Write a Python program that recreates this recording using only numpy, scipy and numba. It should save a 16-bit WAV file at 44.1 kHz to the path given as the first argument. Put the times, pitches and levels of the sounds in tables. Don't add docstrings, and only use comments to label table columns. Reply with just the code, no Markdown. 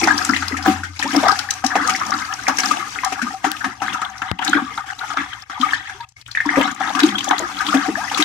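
import sys
import numpy as np
from scipy import signal
from scipy.fft import rfft, irfft, next_fast_len
from scipy.io import wavfile
from scipy.ndimage import uniform_filter1d, map_coordinates
from numba import njit

SR = 44100
rng = np.random.default_rng(int(sys.argv[2]) if len(sys.argv) > 2 else 0)


def transcribe(signal):
    frames = np.atleast_2d(signal).T
    limited = np.clip(frames, -1, 1)
    pcm = np.round(limited * 32767).astype(np.int16)
    wavfile.write(sys.argv[1], SR, pcm)


def ratio_of_db(decibels):
    return 10 ** (np.asarray(decibels, float) / 20)


N = 363384

# time in seconds, level in dB.
MACHINE_DRONE = [
    (0.0, -43),
    (0.55, -30.5),
    (0.71, -34),
    (0.77, -32.5),
    (0.93, -29),
    (1.12, -59),
    (1.28, -41),
    (2.25, -51),
    (2.36, -81),
]
# frequency in Hz, level in dB per Hz.
RUMBLE_COLOUR = [(15, -70), (28, -14), (60, 14.5), (95, 14.5), (122, 17.5), (165, -8.5), (230, -11),
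                 (440, -120)]
# time in seconds, click in dB, thump in dB, click brightness in Hz.
CAMERA_TAPS = [
    (3.5171, -2.5, -73, 14700),
    (4.3149, -6, -13, 3280),
]
# start in seconds, end in seconds, depth in dB.
GATE_CLOSINGS = [(2.358, 2.385, -3), (0.876, 0.96, -2.5), (3.35, 3.443, -5.5), (3.74, 3.818, -5),
                 (5.144, 5.167, -7.5), (6.732, 6.799, -7.5), (4.321, 4.414, -10), (4.814, 4.862, -8),
                 (4.935, 4.983, -8), (5.442, 5.496, -12.5), (6.051, 6.121, -18.5), (6.125, 6.163, -24),
                 (6.227, 6.256, -14)]
# frequency in Hz, width in Hz, level in dB.
AIR_COLUMN = [
    (213, 11, -4),
    (176, 14, -14),
    (282, 44, 0),
    (517, 45, -26),
    (762, 44, -1),
    (1255, 110, -3),
    (1600, 200, -5),
    (2100, 300, -9),
    (3430, 700, -12),
    (5890, 1500, -12),
]
# frequency in Hz, level in dB per Hz.
SPRAY_COLOUR = [(1410, -3), (2400, 3), (2730, 2), (3530, -6), (4250, -5.5), (5950, -1), (11000, -14),
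                (15100, -21), (16400, -79)]
# time in seconds, stirring effort in dB, froth (how far fingers break the surface) in dB.
HAND = [(0.0, -20.5, -1.5), (0.96, -35, 3.5), (1.17, -20.5, 3), (1.46, -31, 3.5), (1.67, -32, -1),
        (1.86, -23, 0.5), (2.44, -29.5, 4), (2.66, -29, 4), (3.36, -31, 2), (4.64, -32, 0.5),
        (4.86, -33.5, 12.5), (5.16, -27.5, 5.5), (5.38, -36, 9), (5.8, -31.5, 5), (6.1, -38, 7),
        (6.29, -63, 30), (6.5, -23.5, -3.5), (8.24, -28.5, 7.5)]
# start in seconds, effort at the crest in dB, length in seconds.
WALL_WAVES = [
    (0.649, -20, 0.15),
    (2.538, -24.5, 0.33),
    (3.427, -25.5, 0.07),
    (3.8, -25.5, 0.25),
    (4.417, -23.5, 0.3),
    (5.584, -26, 0.26),
    (6.544, -22.5, 0.14),
    (6.796, -30, 0.73),
    (7.638, -24.5, 0.3),
]
# time in seconds, how far the trickle outweighs the spray in dB.
FINGER_DEPTH = [(0, -3.5), (1, 0), (2, 0), (3, -1), (3.6, -1), (3.9, 3.5), (4.3, 2.5), (5, 7), (5.9, 7),
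                (6.6, 1), (7.3, 2.5), (8.24, 2.1)]
# dB over the effort, how steeply it follows effort, share of froth,
# wake level under its event in dB, time for the wake to fall 60 dB in seconds.
GLUG_LAYER = (-11, 2.5, -0.26, -9, .5)
BUBBLE_LAYER = (-0.5, 1.5143, 0.13, -12.5, 0.28)
TRICKLE_LAYER = (-13.5, 1.53, 0.23, -32, 0.26)
SPRAY_LAYER = (-12.5, 1.17, 1.0767, -31.5, 0.43)
# time in seconds, peak in dB, pitch in Hz.
SPLASH_TICKS = [(0.0136, -11, 2430), (0.0403, -7.5, 5150), (0.0723, -15, 6050), (0.2244, -16, 4900),
                (0.2927, -11, 5100), (0.3626, -13, 3950), (0.5703, -28, 2330), (0.6599, -28, 2990),
                (0.6802, -15, 2930), (1.0156, -18, 3150), (1.0763, -18, 5200), (1.1633, -8.5, 5200),
                (1.2305, -20, 5400), (1.488, -32, 4850), (1.5374, -18, 6230), (1.7534, -13.5, 2490),
                (1.9365, -15.5, 5030), (1.9614, -15, 5540), (1.9964, -19, 5700), (2.0647, -18.5, 5900),
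                (2.1055, -13.5, 5600), (2.1385, -17, 4540), (2.251, -21, 4600), (2.3248, -17, 2700),
                (2.338, -13, 5600), (2.4354, -22, 5900), (2.5707, -13, 5930), (2.6025, -6.5, 5800),
                (2.6344, -14.5, 4320), (2.6574, -9.5, 5500), (2.6857, -17, 4430), (2.707, -24, 2880),
                (2.769, -18, 2770), (2.9492, -22, 3270), (3.8023, -25, 2830), (3.9293, -18.5, 3040),
                (4.016, -29, 3070), (4.0495, -18.5, 3380), (4.2198, -16.5, 2800), (4.4238, -19, 2730),
                (4.531, -15, 3120), (4.7765, -21, 3740), (4.9916, -21, 3900), (5.174, -27.5, 3560),
                (5.3331, -19.5, 3070), (5.4221, -25, 5160), (5.6003, -32, 3360), (5.7085, -17, 3160),
                (6.6124, -9, 2660), (6.8748, -21.5, 3650), (6.893, -17, 3630), (6.952, -16, 3010),
                (7.088, -13.5, 3250), (7.207, -13.5, 2950), (7.284, -15, 3440), (7.5682, -19, 3200),
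                (7.5887, -17.5, 4150), (7.6872, -13, 3230), (7.772, -15.5, 3450), (8.099, -20, 2990),
                (0.309, -17, 5070), (1.106, -22, 4600), (1.2944, -14, 4900), (2.2179, -27, 4770),
                 (2.882, -27, 6500), (4.4944, -14, 6670), (4.016, -24, 7200), (4.1, -30, 6400),
                 (4.18, -25, 5370), (4.219, -31, 7000), (4.908, -32, 6640), (6.7141, -21.5, 6520),
                 (6.7466, -20, 6940), (7.0627, -14.5, 6760), (7.1891, -18, 5920), (7.2893, -13, 6200),
                 (7.3914, -12, 6870)]
# time in seconds, peak in dB, pitch in Hz.
SMALL_LAPS = [(0.248, -16, 1335), (0.292, -3.5, 1410), (0.331, -15, 1250), (0.52, -13.5, 2020),
              (0.542, -13, 1270), (1.104, -14.5, 1550), (1.639, -19, 716), (1.705, -14, 1800),
              (1.718, -11, 1580), (2.011, -7, 1200), (2.063, -27, 870), (2.083, -28, 820),
              (2.095, -16, 775), (2.137, -11.5, 1280), (2.39, -17, 1520), (2.71, -5, 1200),
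              (2.741, -19, 810), (2.772, -16, 800), (2.803, -15.5, 1270), (2.958, -15.5, 1420),
              (3.154, -19, 1480), (3.609, -15.5, 1580), (3.808, -16, 810), (3.947, -10.5, 1320),
              (4.408, -20, 825), (4.424, -11, 1530), (4.465, -11, 1520), (4.483, -18.5, 844),
              (4.886, -22, 1540), (5.013, -13, 1460), (5.037, -18, 930), (5.143, -17.5, 800),
              (5.213, -20, 1280), (5.33, -17.5, 1490), (5.577, -18.5, 880), (5.655, -28.5, 1340),
              (6.456, -12.5, 1035), (6.532, -13.5, 1900), (6.829, -14, 1610), (6.901, -12, 805),
              (7.145, -14, 1370), (7.204, -21, 1040), (7.276, -12, 805), (7.583, -19, 1230),
              (7.667, -25, 1340), (7.686, -13, 1130), (7.889, -16, 745), (8.075, -17, 1860)]
# time in seconds, peak in dB, pitch in Hz.
HOLLOW_GULPS = [(0.019, -18, 400), (0.509, -25, 386), (0.66, -15.5, 595), (1.143, -13, 660),
                (1.229, -10.5, 660), (1.752, -17.5, 480), (2.48, -18, 600), (4.559, -19, 376),
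                (6.574, -8, 520), (7.399, -17, 570), (7.739, -15.5, 550)]
# time in seconds, peak in dB, pitch in Hz.
AIR_POCKETS = [(0.029, -11, 334), (0.29, -8, 260.4), (0.524, -17.5, 267), (0.673, -6, 309),
               (1.045, -17, 279), (1.131, -15, 288), (1.163, -8, 283), (1.642, -15, 248),
               (1.751, -19.5, 276), (2.131, -16, 275), (2.493, -22, 265), (2.713, -22, 260),
               (3.118, -24, 405), (3.224, -15.5, 235), (3.463, -16.5, 297), (3.649, -20, 270),
               (5.181, -24, 282), (4.313, -17, 175), (4.485, -18.5, 306), (4.549, -15.5, 286),
               (4.618, -18.5, 256), (5.597, -18, 255), (6.458, -13.5, 293), (6.569, -8, 272),
               (6.951, -18.5, 273), (7.019, -13, 273), (7.034, -1.5, 309), (7.742, -7, 262.4),
               (7.881, -11, 308), (8.191, -13.5, 304)]
# time in seconds, peak in dB, pitch in Hz.
DROPLETS = [(0.179, -0.5, 5000), (0.249, -2, 6700), (0.482, -6.5, 4600), (0.6266, -14, 4730),
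            (0.993, -8, 4240), (1.2829, -2.5, 4880), (1.317, -6, 4570), (1.39, -4, 4740), (1.507, 0, 5540),
            (1.646, -9, 5300), (1.664, 0, 5500), (1.875, -3, 5730), (2.482, -4.5, 5340),
            (2.586, -2.5, 5300), (3.047, -4, 5700), (3.4437, -15, 2830), (3.566, -14.5, 2750),
            (4.3886, -1, 2730), (4.448, -6.5, 6140), (4.478, -2.5, 3570), (5.613, -5, 3240),
            (7.0024, -1.5, 3520), (7.033, 1.5, 3460), (7.183, -3, 3150), (7.243, -7, 6300),
            (7.31, -9, 3110), (7.3818, -7.5, 3970), (7.666, -5.5, 3260), (8.146, -4.5, 3700),
            (8.2232, 3, 3460)]
# time in seconds, peak in dB, pitch in Hz.
TRICKLE_RUNS = [(6.007, -23, 3680), (6.213, -25, 4230), (6.224, -29.5, 2350), (6.262, -23.5, 2920),
                (6.278, -25.5, 7300), (6.46, -15, 4920), (6.089, -10.5, 6500), (6.3137, -14.5, 4270)]
# time in seconds, peak in dB, pitch in Hz, life in cycles, pitch rise per life.
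LONG_BUBBLES = [(0.838, -24.5, 1518, 29, 0.004), (7.153, -10, 3260, 16, 0.006),
                (1.04, -22, 512, 5.8, 0.034), (1.053, -14.5, 774, 8.6, 0.085),
                (0.668, -6.5, 755, 16, 0.0017), (1.228, -6.5, 603, 6, 0.062), (1.26, -14, 635, 7, 0.03),
                (3.335, -14.5, 765, 14.5, 0.002), (6, -22, 937, 10, 0.0012),
                (6.162, -31.5, 2170, 13, 0.001), (6.567, -4.5, 506, 6.8, 0.037),
                (7.42, -19, 336, 5.1, 0.009), (7.969, -16.5, 568.5, 14, 0.17)]
# time in seconds, peak in dB, pitch in Hz, thrown water in dB under the peak.
LARGE_PLOPS = [(0.073, 3.5, 750, -18), (0.659, -3.5, 734, -19), (0.995, -14.5, 840, 1.5),
               (1.145, -11.5, 718, -22), (1.232, -3, 670, -27), (1.265, -5.5, 708, -37),
               (1.639, -8, 744, -2.5), (1.754, 0, 707, -6), (2.481, -0.5, 735, -4.5),
               (3.121, -11, 728, 3.5), (3.442, -2.5, 757, -6), (3.817, -8, 763, -6), (4.391, -3, 910, -35),
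               (6.806, -9.5, 730, -89), (6.874, -10, 876, -32), (7.308, 2.5, 762, -31),
               (7.741, -10.5, 675, 6), (8.114, -8, 830, -1.5)]
MIDDLING_PLOPS = [(0.291, -27, 1395, -23), (0.423, -5.5, 1390, -24), (1.283, -3.5, 1280, -20),
                  (1.304, -8, 1320, -36), (1.39, -9, 1370, -4.5), (1.893, -5, 1390, 4.5),
                  (2.022, -16, 1120, -32), (2.119, -4, 1160, -19), (2.634, -4, 1250, -16),
                  (2.709, -11, 1260, 6), (3.034, -5, 1026, -41), (3.643, -2.5, 1210, -9),
                  (3.931, -17, 1370, 6.5), (4.017, -7, 1160, -11), (4.218, -6, 1324, -21),
                  (4.569, -7.5, 1130, -40), (4.776, -8, 1290, -17), (5.102, -10.5, 1290, -19),
                  (5.17, -1.5, 1230, -18), (5.497, -11, 1260, -34.5), (5.708, -22, 1180, -4),
                  (6.282, -25.5, 1380, -18), (6.676, -7, 1350, -35), (6.949, -7.5, 1110, -4),
                  (6.99, -1.5, 1400, -2.5), (8.173, -8.5, 1120, 6.5), (8.199, -5, 1230, 2)]
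SMALL_PLOPS = [(0.032, -2, 2050, -3), (0.335, -2, 1950, -11), (0.363, -4.5, 1880, -3),
               (0.567, -11, 1840, 1.5), (0.834, -12, 1450, -4), (0.963, -22, 2130, -4),
               (1.025, -5, 1730, -2), (1.356, -14.5, 1670, 1.5), (1.488, -12, 1710, -29),
               (1.949, -5, 1970, -7), (2.468, -4, 1970, -31), (2.584, -7, 1630, 5.5),
               (2.987, -8.5, 1990, -63), (3.216, -7.5, 1470, -1), (3.512, -13, 1510, -41),
               (4.531, 4.5, 1410, -40), (4.901, -12.5, 1450, -22), (5.733, -0.5, 1660, -17),
               (5.895, -14.5, 1580, -5.5), (6.35, -6.5, 1830, -11), (6.372, -1, 1730, -34),
               (6.403, -1, 1750, -18), (6.49, 0.5, 1780, -46), (6.557, -6, 1850, -6), (7.035, -11, 1430, 2),
               (7.605, -7, 1480, -3.5), (7.954, -9.5, 1670, -36)]


def unit(x):
    return x / np.sqrt(np.mean(x ** 2) + 1e-20)


def curves(rows):
    s, *columns = np.transpose(rows)
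    return [np.interp(np.arange(N) / SR, s, column) for column in columns]


def wobble(rate):
    knots = rng.standard_normal(int(N * rate / SR) + 4)
    return map_coordinates(knots, [np.arange(N) * rate / SR])


def filtered(x, response):
    size = next_fast_len(x.shape[-1] + 8192)
    spectrum = rfft(x, size) * response(np.fft.rfftfreq(size, 1 / SR))
    return irfft(spectrum, size)[..., :x.shape[-1]]


def colour(points):
    f, db = np.transpose(points)
    return lambda hz: ratio_of_db(np.interp(np.log(hz + 1), np.log(f), db))


def workshop():
    t = np.arange(N) / SR
    cycles = 88 * t + np.cumsum(0.92 * wobble(7.1)) / SR
    drone_db = curves(MACHINE_DRONE)[0] - 1.5 + 2.9 * wobble(14)
    drone = np.sin(2 * np.pi * cycles) * ratio_of_db(drone_db)
    mains = ratio_of_db(-54.5 + 1.2 * wobble(6.2)) * np.sin(2 * np.pi * 119 * t)
    air = rng.standard_normal(N) + 0.4 * rng.standard_normal((2, N))
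    rumble = ratio_of_db(-51.5 + 0.6 * wobble(3.3)) * unit(filtered(air, colour(RUMBLE_COLOUR)))
    return (drone + mains + rumble) * ratio_of_db([[2.4], [-2.4]])


def taps():
    out, t = np.zeros(N + SR), np.arange(SR // 8) / SR
    for s, click_db, thump_db, bright_hz in CAMERA_TAPS:
        def click_tone(f):
            low_cut = 1j * f / (bright_hz / 5 + 1j * f)
            return 1 / (1 + 1j * f / bright_hz) ** 4 * low_cut

        click = filtered(ratio_of_db(-60 * t / 0.002) * rng.standard_normal(len(t)), click_tone)
        falling_pitch = 75 * t * (1 + np.exp(-t / 0.016))
        thump = ratio_of_db(thump_db - 60 * t / 0.06) * np.cos(2 * np.pi * falling_pitch)
        out[round(s * SR):][:len(t)] += ratio_of_db(click_db) * click / np.abs(click).max() + thump
    return out[:N] * ratio_of_db([[4], [-16]])


def gate():
    db = np.zeros(N)
    for start, end, depth_db in GATE_CLOSINGS:
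        db[round(start * SR):round(end * SR)] = depth_db
    return ratio_of_db(uniform_filter1d(db, size=300))


def bucket(f):
    modes = 0
    for k, (centre, width, db) in enumerate(AIR_COLUMN):
        damping = 1j * f * width
        mode = damping / (centre * centre - f * f + damping)
        modes = modes + (-1) ** k * ratio_of_db(db) * mode
    return modes + ratio_of_db(-70.0)


def hollow(f):
    dip = 1 - 0.43 / (1 + ((f - 520) / 130) ** 2)
    return dip / (1 + (120 / (f + 1)) ** 4)


def walls(x):
    t = np.arange(SR // 8) / SR
    tail = rng.standard_normal((2, len(t))) * ratio_of_db(-60 * t / 0.22) * (t > .001)
    echoes = signal.fftconvolve(x, tail / np.linalg.norm(tail[0]), axes=1)[:, :N]
    middle = lambda f: f ** 2 / (f ** 2 + 900 ** 2) / (1 + (f / 4500) ** 2)
    return x + ratio_of_db(-2.5) * filtered(echoes, middle)


def bursts(events, over_db, rise_s, fall_s, sharp, broad_db, pan_db, alike):
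    s, db, hz = np.transpose(events)
    t = np.arange(2048) / SR - .008
    f = np.fft.rfftfreq(len(t), 1 / SR) / hz[:, None, None]
    z = rng.standard_normal((len(s), 3, len(t)))
    noise = alike * z[:, :1] + z[:, 1:]
    peak = 1 / (1 + (sharp * (f - 1)) ** 2)
    skirt = ratio_of_db(broad_db) * f / (1 + f ** 2.35)
    tone = irfft(rfft(noise) * (peak + skirt), len(t))
    puff = tone * np.exp(-(t / np.where(t < 0, rise_s, fall_s)) ** 2 / 2)
    puff = puff / np.abs(puff).max(axis=2, keepdims=True)
    puff = puff * ratio_of_db(db[:, None, None] + over_db + pan_db / 2 * np.array([[1], [-1]]))
    at = np.round((s[:, None] + t + rise_s) * SR).astype(int).clip(0, N - 1).ravel()
    return np.array([np.bincount(at, puff[:, ch].ravel(), N) for ch in range(2)])


def ticking():
    events = np.array(SPLASH_TICKS)
    return bursts(events, over_db=-1, rise_s=.0017, fall_s=.0026, sharp=11, broad_db=-22, pan_db=7, alike=.3)


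def lapping():
    laps = bursts(SMALL_LAPS, over_db=-3.5, rise_s=0.00255, fall_s=0.0073, sharp=12.0, broad_db=-33.0,
                  pan_db=8.5, alike=0.81)
    gulps = bursts(HOLLOW_GULPS, over_db=-1.0, rise_s=.003, fall_s=0.027, sharp=4.3, broad_db=-2.0,
                   pan_db=4, alike=1.2)
    return laps + gulps


@njit
def ring(rows, n, sr, rise, onset):
    out = np.zeros((2, n))
    for s, hz, cycles, left, right, lag in zip(rows[0], rows[1], rows[2], rows[3], rows[4], rows[5]):
        start, life = int(s * sr), cycles / hz
        for i in range(max(0, min(int((4 * life + .001) * sr), n - start))):
            for ch in range(2):
                t = i / sr - max(0., lag if ch else -lag)
                if t > 0:
                    u = t / life
                    tone = np.sin(2 * np.pi * hz * t * (1 + rise * u))
                    v = tone * np.exp(-u) * (1 - np.exp(-onset * u)) ** 2 * 2
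                    out[ch, start + i] += v * (right if ch else left)
    return out


def place(s, hz, cycles, db, pan_db, rise):
    lag = 0.00015 * rng.standard_normal(len(s))
    rows = np.array([s, hz, cycles, ratio_of_db(db + pan_db / 2), ratio_of_db(db - pan_db / 2), lag])
    return ring(rows, N, SR, rise, 2.22)


def cluster(s, hz, cycles, db, pan_db, rise, spread, within, count):
    z, u = rng.standard_normal((len(s), count)), rng.random((len(s), count))
    follower = np.arange(count) > 0
    times = s[:, None] + within * u * follower
    pitch = hz[:, None] * np.exp(spread * np.abs(z) * follower)
    levels = db[:, None] - follower * (5 + 9 * u)
    life = np.full(times.size, cycles)
    return place(times.ravel(), pitch.ravel(), life, levels.ravel(), np.repeat(pan_db, count), rise)


def splash(s, db, pan_db, t60, alike, response, swell_s=0.00044):
    t = np.arange(SR // 6) / SR
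    shape = ratio_of_db(-60 * t / t60) * (1 - np.exp(-t / swell_s))
    out = np.zeros((2, N + len(t)))
    for start, level, pan in zip(s, db, pan_db):
        burst = (alike * rng.standard_normal(len(t)) + rng.standard_normal((2, len(t)))) * shape
        out[:, round(start * SR):][:, :len(t)] += burst * ratio_of_db(level + np.array([[pan / 2], [-pan / 2]]))
    return filtered(out[:, :N], response)


def slaps(s, db, pan, small):
    def body(low_hz):
        return lambda f: bucket(f) * (f / (f + low_hz)) ** 2 / (1 + (f / 2400) ** 4)

    big = len(LARGE_PLOPS)
    deep = splash(s[:big], db[:big] + 4.5, pan[:big], t60=0.039, alike=2.3, response=body(low_hz=149))
    light = splash(s[big:], db[big:] + 6.5 - 9 * small[big:], pan[big:], t60=0.045, alike=2.7,
                   response=body(low_hz=696), swell_s=0.0031)
    contact = splash(s, db + 0.5 - 15 * small, pan, t60=0.013, alike=2.5,
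                     response=lambda f: bucket(f) / (1 + (f / 4500) ** 2), swell_s=0.0012)
    return deep + light + contact


def droplets():
    events = np.vstack([DROPLETS, TRICKLE_RUNS])
    s, db, hz = np.transpose(events)
    drop = cluster(s, hz, 4.5, db - 6.5, np.full(len(s), 8.), rise=0.028, spread=0.13, within=0.012, count=5)
    spit = bursts(events, over_db=-8.0, rise_s=0.0022, fall_s=0.0022, sharp=4.3, broad_db=-13,
                  pan_db=8, alike=0.23)
    return drop + spit


def gurgles():
    out = np.zeros((2, N))
    for s, db, hz, cycles, rise in LONG_BUBBLES:
        out += place(*np.array([[s], [hz], [cycles], [db], [5.]]), rise=rise)
    return out


def plops():
    s, db, hz, thrown_db = np.transpose(np.vstack([LARGE_PLOPS, MIDDLING_PLOPS, SMALL_PLOPS]))
    pan = np.minimum(4.5 - 0.5 * db, 7) + 2.5 * rng.standard_normal(len(s))
    small = np.arange(len(s)) >= len(LARGE_PLOPS) + len(MIDDLING_PLOPS)
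    bubble = cluster(s, hz, 3.4, db + 3 * small, pan, rise=0.01, spread=0.169, within=0.014, count=4)
    slap = slaps(s, db, pan, small)
    thrown = splash(s, db + thrown_db + 1.5, pan, t60=0.063, alike=0.11,
                    response=lambda f: colour(SPRAY_COLOUR)(f) ** 1.26, swell_s=0.0095)
    s, db, hz = np.transpose(AIR_POCKETS)
    pocket = cluster(s, hz, 3.2, db + 5, np.full(len(s), 4.), rise=0.003, spread=0.12, within=0.03, count=3)
    ringing = 0.61 * bubble + 0.69 * pocket + 0.28 * filtered(bubble + pocket, bucket)
    return ringing + slap + thrown + droplets() + gurgles()


def effort_db():
    t = np.arange(N) / SR
    power = ratio_of_db(2 * curves(HAND)[0])
    for s, db, length in WALL_WAVES:
        crest = np.sin(np.pi * np.clip((t - s) / length, 0, 1) ** 0.55) ** 2
        power = power + ratio_of_db(2 * db) * crest
    return 10 * np.log10(power)


def wake(events, under_db, t60):
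    t, blows = np.arange(SR) / SR, np.zeros(N)
    at = np.round(events[:, 0] * SR).astype(int)
    np.add.at(blows, at, ratio_of_db(2 * (events[:, 1] + under_db)))
    shape = ratio_of_db(-120 * t / t60) * (1 - np.exp(-t / 0.007))
    return np.abs(signal.fftconvolve(blows, shape)[:N])


def level_db(layer, *tables):
    over_db, steep, share, under_db, t60 = layer
    events = np.vstack([np.array(table)[:, :2] for table in tables])
    effort, froth_db = effort_db(), curves(HAND)[1]
    steady_db = effort.mean() + over_db + steep * (effort - effort.mean()) + share * froth_db
    return 10 * np.log10(ratio_of_db(2 * steady_db) + wake(events, under_db, t60))


def swarm(count, hz, octaves, cycles, uneven_db, pan_db, clump_db, rise=0.0045):
    z, u = rng.standard_normal((count, 3)), rng.random((count, 2))
    s = u[:, 0] * N / SR
    db = -uneven_db * np.log(u[:, 1] + 0.0011) + clump_db * wobble(22)[(s * SR).astype(int)]
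    pitch = np.clip(hz * 2 ** (octaves * z[:, 0]), 100, 11500)
    life = cycles * np.exp(0.604 * np.minimum(z[:, 1], 1))
    return place(s, pitch, life, db, pan_db + 3 * z[:, 2], rise)


def turbulence(alike):
    return np.sqrt(alike) * rng.standard_normal(N) + np.sqrt(1 - alike) * rng.standard_normal((2, N))


def patchy(x, depth_db):
    z = signal.stft(x, nperseg=512)[2]
    field = uniform_filter1d(rng.standard_normal(z.shape[1:]), size=5, axis=0)
    field = uniform_filter1d(field, size=4, axis=1)
    return signal.istft(z * ratio_of_db(depth_db * unit(field)), nperseg=512)[1][:, :N]


def glugging():
    glug = swarm(count=1600, hz=274.3, octaves=0.346, cycles=1.7, uneven_db=2.0, pan_db=6.5, clump_db=4.5)
    glug = unit(glug) + ratio_of_db(13.5) * turbulence(1.0) * ratio_of_db(3 * wobble(20))
    return unit(filtered(glug, lambda f: bucket(f) / (1 + (f / 420) ** 6)))


def bubbling():
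    bubbles = swarm(count=4500, hz=1250, octaves=0.538, cycles=4.6, uneven_db=2.6, pan_db=7.5,
                    clump_db=3.5, rise=.015)
    bubbles = unit(bubbles) + ratio_of_db(-38.5) * turbulence(0.1) * ratio_of_db(0.51 * wobble(27))
    return unit(filtered(bubbles, bucket))


def trickling():
    trickle = swarm(count=5000, hz=2900, octaves=.36, cycles=4.8, uneven_db=2.4, pan_db=6,
                    clump_db=3.5, rise=.02)
    rush = turbulence(0.14) * ratio_of_db(1.4 * wobble(40))
    rush = filtered(rush, lambda f: 1 / (1 + (1800 / (f + 1)) ** 4))
    trickle = unit(trickle) + ratio_of_db(-8.5) * rush
    return unit(filtered(trickle, lambda f: bucket(f) / (1 + (f / 4300) ** 8)))


def spraying():
    fizz = swarm(count=12000, hz=5800, octaves=.42, cycles=4.5, uneven_db=2.5, pan_db=10, clump_db=4)
    fizz = unit(filtered(fizz, lambda f: colour(SPRAY_COLOUR)(f) ** 0.6))
    hiss = patchy(turbulence(.02), depth_db=2.5) * ratio_of_db([[2], [-2]]) * ratio_of_db(2 * wobble(40))
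    hiss = unit(filtered(hiss, colour(SPRAY_COLOUR)))
    return unit(fizz + ratio_of_db(1.5) * hiss)


def churn():
    depth_db, = curves(FINGER_DEPTH)
    glug_db = level_db(GLUG_LAYER, AIR_POCKETS) - 5.5
    bubble_db = level_db(BUBBLE_LAYER, LARGE_PLOPS, MIDDLING_PLOPS) - 2.0
    trickle_db = level_db(TRICKLE_LAYER, MIDDLING_PLOPS, SMALL_PLOPS) + depth_db - 0.5
    spray_db = level_db(SPRAY_LAYER, DROPLETS) - depth_db + 1.5
    low = ratio_of_db(glug_db) * glugging() + ratio_of_db(bubble_db) * bubbling()
    high = ratio_of_db(trickle_db) * trickling() + ratio_of_db(spray_db) * spraying()
    return low + high


def scene():
    shut = gate()
    water = filtered(churn() + plops(), hollow) + lapping()
    water = walls(water) + ticking()
    return water * shut + taps() + workshop() * shut ** 0.63


def low_pass(x):
    return signal.sosfilt(signal.butter(12, 16660, fs=SR, output="sos"), x)


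def record(dry):
    dull = filtered(dry, lambda f: 1 / (1 + (f / 16200) ** 30))
    soft = dull / (1 + np.abs(dull / .97) ** 6) ** (1 / 6)
    return low_pass(soft)


dry = scene()
out = record(dry)
transcribe(out)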